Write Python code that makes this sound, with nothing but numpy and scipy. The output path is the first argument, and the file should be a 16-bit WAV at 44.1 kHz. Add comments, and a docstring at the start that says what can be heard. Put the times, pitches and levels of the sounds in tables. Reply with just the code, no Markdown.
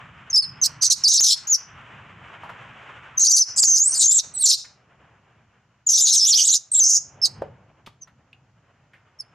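"""An open lawn, close to a stereo microphone: an infant macaque, held down by an adult, squeals and
screams, ending with two small squeaks. Each call is a gliding whistle, loudest in the middle of its
range, that now and then breaks into rasping chaos; the surroundings answer with a short echo.
Behind it are a dull outdoor wash and a few knocks and scuffs, which a limiter ducks under the screams.
Three sharp clicks cut through the calls."""
import sys
import numpy as np
from scipy import signal
from scipy.fft import rfft, irfft
from scipy.io import wavfile
from scipy.ndimage import uniform_filter1d, map_coordinates

SR = 44100
rng = np.random.default_rng(int(sys.argv[2]) if len(sys.argv) > 2 else 0)


def bounce(signal):
    """Save signal as a 16-bit WAV file at the path given by the first command-line argument."""
    frames = np.transpose(np.atleast_2d(signal))
    limited = np.clip(frames, -1, 1)
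    pcm = np.round(limited * 32767).astype(np.int16)
    wavfile.write(sys.argv[1], SR, pcm)


N = 411894
TIME = np.arange(N) / SR
OPPOSED = np.array([[1], [-1]])  # left, right


def amp(db):
    """Decibels to gain."""
    return 10 ** (np.asarray(db) / 20)


def unit_rms(x):
    """Scales to rms 1."""
    return x / np.sqrt(np.mean(x ** 2) + 1e-20)


def add(mix, start_s, sound):
    """Mixes a sound in at start_s."""
    part = mix[max(round(start_s * SR), 0):][:len(sound)]
    part += sound[:len(part)]


def coloured_noise(spectrum):
    """Noise shaped by (freq_hz, level_db) points, falling 20 dB an octave beyond them."""
    hz, db = np.transpose(spectrum)
    f = np.fft.rfftfreq(N, 1 / SR) + 1
    octaves_outside = np.maximum(np.log2(f / hz[-1]), 0) + np.maximum(np.log2(hz[0] / f), 0)
    gain = amp(np.interp(np.log(f), np.log(hz), db) - 20 * octaves_outside)
    return unit_rms(irfft(rfft(rng.standard_normal(N)) * gain, N))


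def wander(size, rate_hz):
    """Smooth random motion of rms 1, up to about rate_hz."""
    f = np.fft.rfftfreq(size, 1 / SR)
    return unit_rms(irfft(rfft(rng.standard_normal(size)) * (f > 0) / (1 + (f / rate_hz) ** 4), size))


def resonate(x, hz, width_hz):
    """A resonance of gain 1 at hz."""
    turn = np.exp(2j * np.pi * np.cumsum(np.full(len(x), hz)) / SR)
    pole = np.exp(-np.pi * width_hz / SR)
    return 2 * (turn * signal.lfilter([1 - pole], [1, -pole], x / turn)).real


def spread(make, side_db):
    """Two channels from a common part and a weaker opposed part."""
    return make() + amp(side_db) * make() * OPPOSED


# Spectra of the ambience around the microphone: freq_hz, level_db
RUMBLE_SPECTRUM = [(25, -27), (60, -9), (125, 2.5), (200, -7.5), (400, -22.5)]
WASH_SPECTRUM = [(100, -15.5), (260, -6), (750, -1), (1500, -10.5)]
RUSTLE_SPECTRUM = [(500, -17.5), (1000, -2.5), (1400, -1), (2000, -5), (3000, -8), (4300, -32), (7400, -32),
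                   (9000, -47.5)]
# Slow swells of the ambience on the lawn: time_s, rumble_db, wash_db, rustle_db
AMBIENCE_SWELLS = [(.3, -48.5, -60, -48.5), (1.44, -55.5, -61.5, -49.5), (2.0, -50, -54, -45.5),
                   (2.602, -50, -50.5, -43), (3.15, -58, -56.5, -45.5), (4.099, -57, -55.5, -53),
                   (4.75, -61.5, -63.5, -64), (5.1, -57, -60.5, -59.5), (5.8, -65, -71.5, -68),
                   (6.699, -64.5, -66.5, -68), (7.4, -48.5, -51.5, -57), (8.0, -60, -68.5, -71.5),
                   (9.1, -62.5, -66, -65)]


def lawn_ambience():
    """Low rumble, a dull wash and an uneven rustle of grass, each swelling slowly, over faint hiss."""
    times, *levels = np.transpose(AMBIENCE_SWELLS)
    rumble_gain, wash_gain, rustle_gain = (amp(np.interp(TIME, times, db)) for db in levels)
    rumble_gain *= amp(2 * wander(N, 4.7) - 1.5)
    rumble = rumble_gain * spread(lambda: coloured_noise(RUMBLE_SPECTRUM), side_db=-25)
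    wash_and_rustle = spread(lambda: wash_gain * coloured_noise(WASH_SPECTRUM)
                             + rustle_gain * coloured_noise(RUSTLE_SPECTRUM), side_db=-12)
    flutter = amp(1.8 * wander(N, 13) - 2)
    hiss_spectrum = [(3000, -4.5), (7000, -2), (8500, -22), (13000, -29)]
    hiss = amp(-81.5) * spread(lambda: coloured_noise(hiss_spectrum), side_db=-1.5)
    return rumble + wash_and_rustle * flutter + hiss


def surroundings(x, tail_db, near_db=-11, near_t60_s=.05, tail_t60_s=.31, treble_t60_s=.18):
    """Adds quick scatter from the ground and the bodies, then a thin tail from stones and trees."""
    t = np.arange(SR * 3 // 4) / SR
    echoes = lambda: rng.standard_normal(len(t)) * (rng.random(len(t)) < 3000 / SR) * (t > .001)
    unit_energy = lambda h: h / np.sqrt((h ** 2).sum(-1, keepdims=True))
    near = unit_energy(np.array([echoes(), echoes()]) * amp(-60 * t / near_t60_s))
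    hz, when, bands = signal.stft(spread(echoes, side_db=-8), SR, nperseg=256)
    t60_s = np.interp(hz, [6000, 12000], [tail_t60_s, treble_t60_s])[:, None]
    tail = unit_energy(signal.istft(bands * amp(-60 * when / t60_s), SR, nperseg=256)[1][:, :len(t)])
    response = amp(near_db) * near + amp(tail_db) * tail
    return x + signal.fftconvolve(x[None], response, axes=1)[:, :N]


# Knocks and scuffs in the grass, behind the voice: start_s, level_db, centre_hz, width_hz, t60_s
KNOCKS = [(2.433, -35.5, 926, 705, 0.17), (2.492, -35, 1046, 916, 0.14), (4.643, -47, 1680, 1460, 0.12),
          (7.419, -18, 515, 296, 0.04), (7.862, -41, 2930, 2930, 0.082), (7.872, -34.5, 820, 1406, 0.03),
          (8.073, -50.5, 1380, 1383, 0.12), (8.329, -35.5, 2810, 599, 0.024),
          (8.933, -50.5, 1820, 1090, 0.19)]


def knock(start_s, level_db, centre_hz, width_hz, t60_s, rise_s=.00087):
    """A damped puff of contact noise."""
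    t = np.arange(SR // 4) / SR
    contact = resonate(rng.standard_normal(len(t)), centre_hz, width_hz)
    body = unit_rms(resonate(contact, centre_hz, width_hz))
    return start_s, body * amp(level_db - 60 * t / t60_s) * (1 - np.exp(-t / rise_s))


# Breaks, where the infant's whistle gives way to rasp: start_s, length_s, roughness
VOICE_BREAKS = [(0.359, .006, 0.6), (0.379, 0.0046, 0.42), (.638, 0.031, .85), (0.818, 0.076, 0.99),
                (0.902, 0.048, 0.88), (1.079, 0.11, 0.9), (1.199, .06, .68), (1.262, .09, 0.88),
                (1.546, .02, 0.7), (3.245, .03, 1.03), (3.31, 0.019, 0.76), (3.363, 0.036, 0.97),
                (3.559, 0.047, 0.77), (3.627, .032, 0.96), (3.755, 0.037, .8), (3.914, 0.069, 0.79),
                (3.993, .055, 0.76), (4.18, .03, 1), (4.458, .1, 0.9), (5.892, .03, 0.58),
                (5.958, 0.091, 0.94), (6.04, .12, .97), (6.16, .06, 0.67), (6.369, .06, .8),
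                (6.453, .035, .6), (6.514, 0.073, 0.61), (6.833, .155, 0.63), (7.253, .03, 0.69)]


def voice_breaks(t, edge_s=.01):
    """Roughness at times t: the voice takes edge_s to tip into a break and out again."""
    rough = np.max([depth * ((t >= s) & (t < s + length)) for s, length, depth in VOICE_BREAKS], axis=0)
    return uniform_filter1d(rough, size=round(edge_s * SR))


def effort_db(t, hz, level_db, attack_s, release_s=.021, easy_hz=5480):
    """A call swells, wavers and is choked off, louder in breaks and weaker away from its easy pitch."""
    swell = -20.5 * np.maximum(1 - (t - t[0]) / attack_s, 0)
    release = -25.5 * np.maximum(1 - (t[-1] - t) / release_s, 0)
    push = 2 * voice_breaks(t)
    waver = 1.38 * wander(len(t), 25)
    thinning = np.where(hz > easy_hz, 60, 27) * np.log2(hz / easy_hz) ** 2
    return level_db + swell + release + push + waver - np.minimum(thinning, 31.5)


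# What the infant's throat lets through: freq_hz, gain_db
THROAT_RESPONSE = [(4000, -2.5), (6300, 8.5), (7800, -1), (9000, -5), (10500, -12), (12000, -14.5),
                   (15000, -30)]


def rasp(t, pitch_hz, rough, mouth_hz, core_width_hz=800, mouth_width_hz=380):
    """Chaotic vibration: a fuzzy core on the pitch, fleeting sidebands, the mouth's lowest resonance."""
    f, when, bands = signal.stft(rng.standard_normal(len(t) + 256), SR, nperseg=256, noverlap=192)
    f, when = f[:, None] + 1, when + t[0]
    offset_hz = f - np.interp(when, t, pitch_hz)
    chaos, resonance_hz = np.interp(when, t, rough), np.interp(when, t, mouth_hz)
    core_db = 12 * (1 - chaos / 2) * np.exp(-(offset_hz / core_width_hz) ** 2 / 2)
    mouth_db = 9 * chaos * np.exp(-((f - resonance_hz) / mouth_width_hz) ** 2)
    # under that resonance the rasp drops steeply to a faint shelf
    cut_db = np.clip(110 * np.log2((resonance_hz - mouth_width_hz) / f), 0, 37)
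    # sidebands ride with the pitch, each some 450 Hz wide and 20 ms long
    grid = np.broadcast_arrays(offset_hz / 450, when / .02)
    sideband_db = 8.5 * map_coordinates(rng.standard_normal((64, 64)), grid, order=3, mode="grid-wrap")
    shape_db = np.interp(f, *np.transpose(THROAT_RESPONSE)) + core_db + mouth_db - cut_db + sideband_db
    noise = signal.istft(bands * amp(shape_db), SR, nperseg=256, noverlap=192)[1][:len(t)]
    steady = noise / np.sqrt(abs(uniform_filter1d(noise ** 2, size=400)) + 1e-20)
    sputter = amp(1.5 * wander(len(t), 1100))
    return unit_rms(steady * sputter)


def cry(t, hz, mouth_hz, level_db, attack_s, hoarseness, overtone_db, doubling_db):
    """The vocal folds whistle, jitter, double their period and break into a sputtering rasp."""
    size = len(t)
    rough = np.clip(np.maximum(hoarseness, voice_breaks(t)), 0, 1)
    quaver = .011 * wander(size, 75)
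    jitter = rough * (.05 * wander(size, 500) + .076 * wander(size, 110))
    phase = 2 * np.pi * np.cumsum(hz * (1 + quaver + jitter)) / SR
    throat_db = np.interp(2 * hz, *np.transpose(THROAT_RESPONSE))
    overtone = amp(overtone_db + throat_db + 2 * wander(size, 50)) * np.sin(2 * phase)
    shimmer = amp(3 * wander(size, 83))
    whistle = shimmer * np.sin(phase) + overtone
    # when half the pitch meets the mouth's resonance, cycles alternate strong and weak
    mistuning = (hz / 2 - mouth_hz) / 550
    doubling = amp(doubling_db) * np.exp(-mistuning ** 2) * (1 + wander(size, 490)) / 2
    whistle += doubling * (np.sin(phase / 2) + .3 * np.sin(1.5 * phase))
    voice = np.sqrt(1 - rough ** 2) * unit_rms(whistle) + rough * rasp(t, hz, rough, mouth_hz)
    fades = signal.windows.tukey(size, min(.007 * SR / size, 1))
    return t[0], voice * amp(effort_db(t, hz, level_db, attack_s)) * fades


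# Short squeals near the microphone: start_s, length_s, level_db, attack_s, top_hz, end_hz, overtone_db
SQUEALS = [(0.298, 0.033, -30, 0.0046, 6500, 5000, -19), (0.42, 0.033, -20, 0.0038, 4630, 3950, -10.5),
           (0.613, 0.07, -19.5, 0.0025, 6360, 4720, -12.5), (0.81, 0.08, -13.5, 0.024, 5946, 4390, -18.5),
           (0.898, .05, -4, .004, 6300, 4200, -17), (1.469, 0.1, -7.5, 0.071, 6990, 4657, -8),
           (3.17, 0.032, -19, .012, 6290, 5680, -9), (5.863, 0.037, -15, 0.0067, 6950, 6170, -9.5),
           (7.215, 0.063, -12.5, 0.031, 5360, 3970, -16), (8.009, 0.046, -44, 0.012, 6220, 5660, -26),
           (9.187, 0.041, -35, 0.018, 5490, 4300, -6)]


def squeal(start_s, length_s, level_db, attack_s, top_hz, end_hz, overtone_db, rounding=.16):
    """One arch of pitch: it crests as the effort builds and sinks steadily as the air runs out."""
    t = np.arange(0, length_s, 1 / SR)
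    crest = min(.46 * attack_s / length_s, .5)
    sag = np.hypot(t / length_s - crest, rounding) - rounding
    hz = top_hz - (top_hz - end_hz) * sag / sag[-1]
    mouth_hz = np.full(len(t), 4350)
    return cry(start_s + t, hz, mouth_hz, level_db, attack_s,
               hoarseness=.11, overtone_db=overtone_db, doubling_db=-12.5)


# Wavering screams near the microphone: level_db, attack_s, hoarseness, doubling_db,
# mouth_path [(time_s, resonance_hz)], pitch_turns [(time_s, pitch_hz)]
SCREAMS = [(-2.5, .045, 0.052, -21.5, [(.35, 4510)], [(.328, 5260), (.35, 5410), (.375, 4850), (.398, 5340),
           (.414, 4340)]), (-8, .004, .12, -16, [(1.13, 4120), (1.33, 3670)], [(1.035, 5900), (1.06, 4315),
           (1.077, 4850), (1.083, 5570), (1.165, 6140), (1.19, 4166), (1.207, 6610), (1.32, 4353),
           (1.356, 4400)]), (2, .05, .3, -18.5, [(3.2, 4380), (3.43, 4760)], [(3.193, 6200), (3.213, 6750),
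           (3.285, 5530), (3.303, 6500), (3.34, 5700), (3.365, 6770), (3.428, 5546), (3.447, 4200)]),
           (-2.5, .04, 0.26, -24, [(3.97, 5000), (4.02, 3870)], [(3.56, 7270), (3.62, 7650), (3.64, 6770),
           (3.77, 6000), (3.82, 6520), (3.85, 7660), (3.91, 8657), (3.985, 8400), (4.06, 6370),
           (4.13, 7600), (4.177, 7400), (4.212, 4330)]), (-3.5, 0.0828, 0.081, -8, [(4.4, 4520),
           (4.53, 4100)], [(4.337, 8300), (4.38, 7630), (4.405, 8770), (4.435, 7910), (4.47, 6300),
           (4.51, 5500), (4.54, 4190), (4.562, 4490)]), (-8.5, 0.0018, .38, -10, [(5.95, 4025),
           (6.07, 3960), (6.28, 3800), (6.41, 3470), (6.54, 4127)], [(5.888, 6415), (5.92, 6370),
           (5.943, 5560), (6.01, 7160), (6.08, 5760), (6.17, 6190), (6.21, 5000), (6.252, 5500),
           (6.275, 6950), (6.305, 6690), (6.335, 4326), (6.38, 6280), (6.435, 5820), (6.466, 8240),
           (6.495, 5960), (6.528, 7300), (6.58, 6040)]), (-4.5, 0.00405, 0.085, -16, [(6.78, 3530),
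           (6.86, 5180)], [(6.714, 8100), (6.732, 8580), (6.753, 7330), (6.787, 7940), (6.81, 6130),
           (6.84, 5920), (6.9, 6520), (6.994, 6500)])]


def scream(level_db, attack_s, hoarseness, doubling_db, mouth_path, pitch_turns, overtone_db=-18):
    """The pitch swoops between turning points while the mouth slowly changes shape."""
    times, turns_hz = np.transpose(pitch_turns)
    t = np.arange(times[0], times[-1], 1 / SR)
    hz = np.interp(t, times, turns_hz)
    mouth_hz = np.interp(t, *np.transpose(mouth_path))
    return cry(t, hz, mouth_hz, level_db, attack_s, hoarseness, overtone_db, doubling_db)


# How far the left side of the microphone leads on the voice: freq_hz, lead_rad
LEFT_LEAD = [(3000, .1), (8800, .5), (12000, 1.4)]


def stereo_microphone(voice):
    """The two capsules hear the voice slightly out of step."""
    lead_rad = np.interp(np.fft.rfftfreq(N, 1 / SR), *np.transpose(LEFT_LEAD))
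    return irfft(rfft(voice) * np.exp(.5j * lead_rad * OPPOSED), N)


def scene(voice_db=4.5, lowest_hz=2100):
    """The infant close by, twisting from side to side, and the scuffle on the open lawn."""
    voice, scuffle = np.zeros(N), np.zeros(N)
    for row in SQUEALS:
        add(voice, *squeal(*row))
    for row in SCREAMS:
        add(voice, *scream(*row))
    for row in KNOCKS:
        add(scuffle, *knock(*row))
    # the small throat radiates no lows
    voice = signal.sosfilt(signal.butter(10, lowest_hz, "highpass", fs=SR, output="sos"), voice)
    infant = stereo_microphone(surroundings(voice, tail_db=-27))
    sway_db = .65 * (wander(N, 1.9) - .5) * OPPOSED
    return infant * amp(voice_db + sway_db) + surroundings(scuffle, tail_db=-11) + lawn_ambience()


# Sharp, dry clicks at the height of some calls: time_s, level_db
CLICKS = [(.836, -4.5), (1.208, -3), (3.637, -3.5)]


def record(dry, threshold_db=-13, recovery_db_per_s=340, slope=.96, cutoff_hz=15500):
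    """A fast limiter flattens the screams and ducks all else; clicks join before the treble is cut."""
    power_db = 10 * np.log10(abs(uniform_filter1d((dry ** 2).mean(0), size=40)) + 1e-12)
    recovery_db = TIME * recovery_db_per_s
    held_db = np.maximum.accumulate(power_db + recovery_db) - recovery_db
    over_db = np.maximum(held_db - threshold_db, 0)
    limited = dry * amp(-slope * uniform_filter1d(uniform_filter1d(over_db, size=60), size=60))
    clicks = np.zeros(N)
    for time_s, level_db in CLICKS:
        add(clicks, time_s, amp([level_db]))
    lowpass = signal.firwin(301, cutoff_hz, window=("kaiser", 9), fs=SR)
    return signal.oaconvolve(limited + clicks, lowpass[None], "same")


dry = scene()
out = record(dry)
bounce(out)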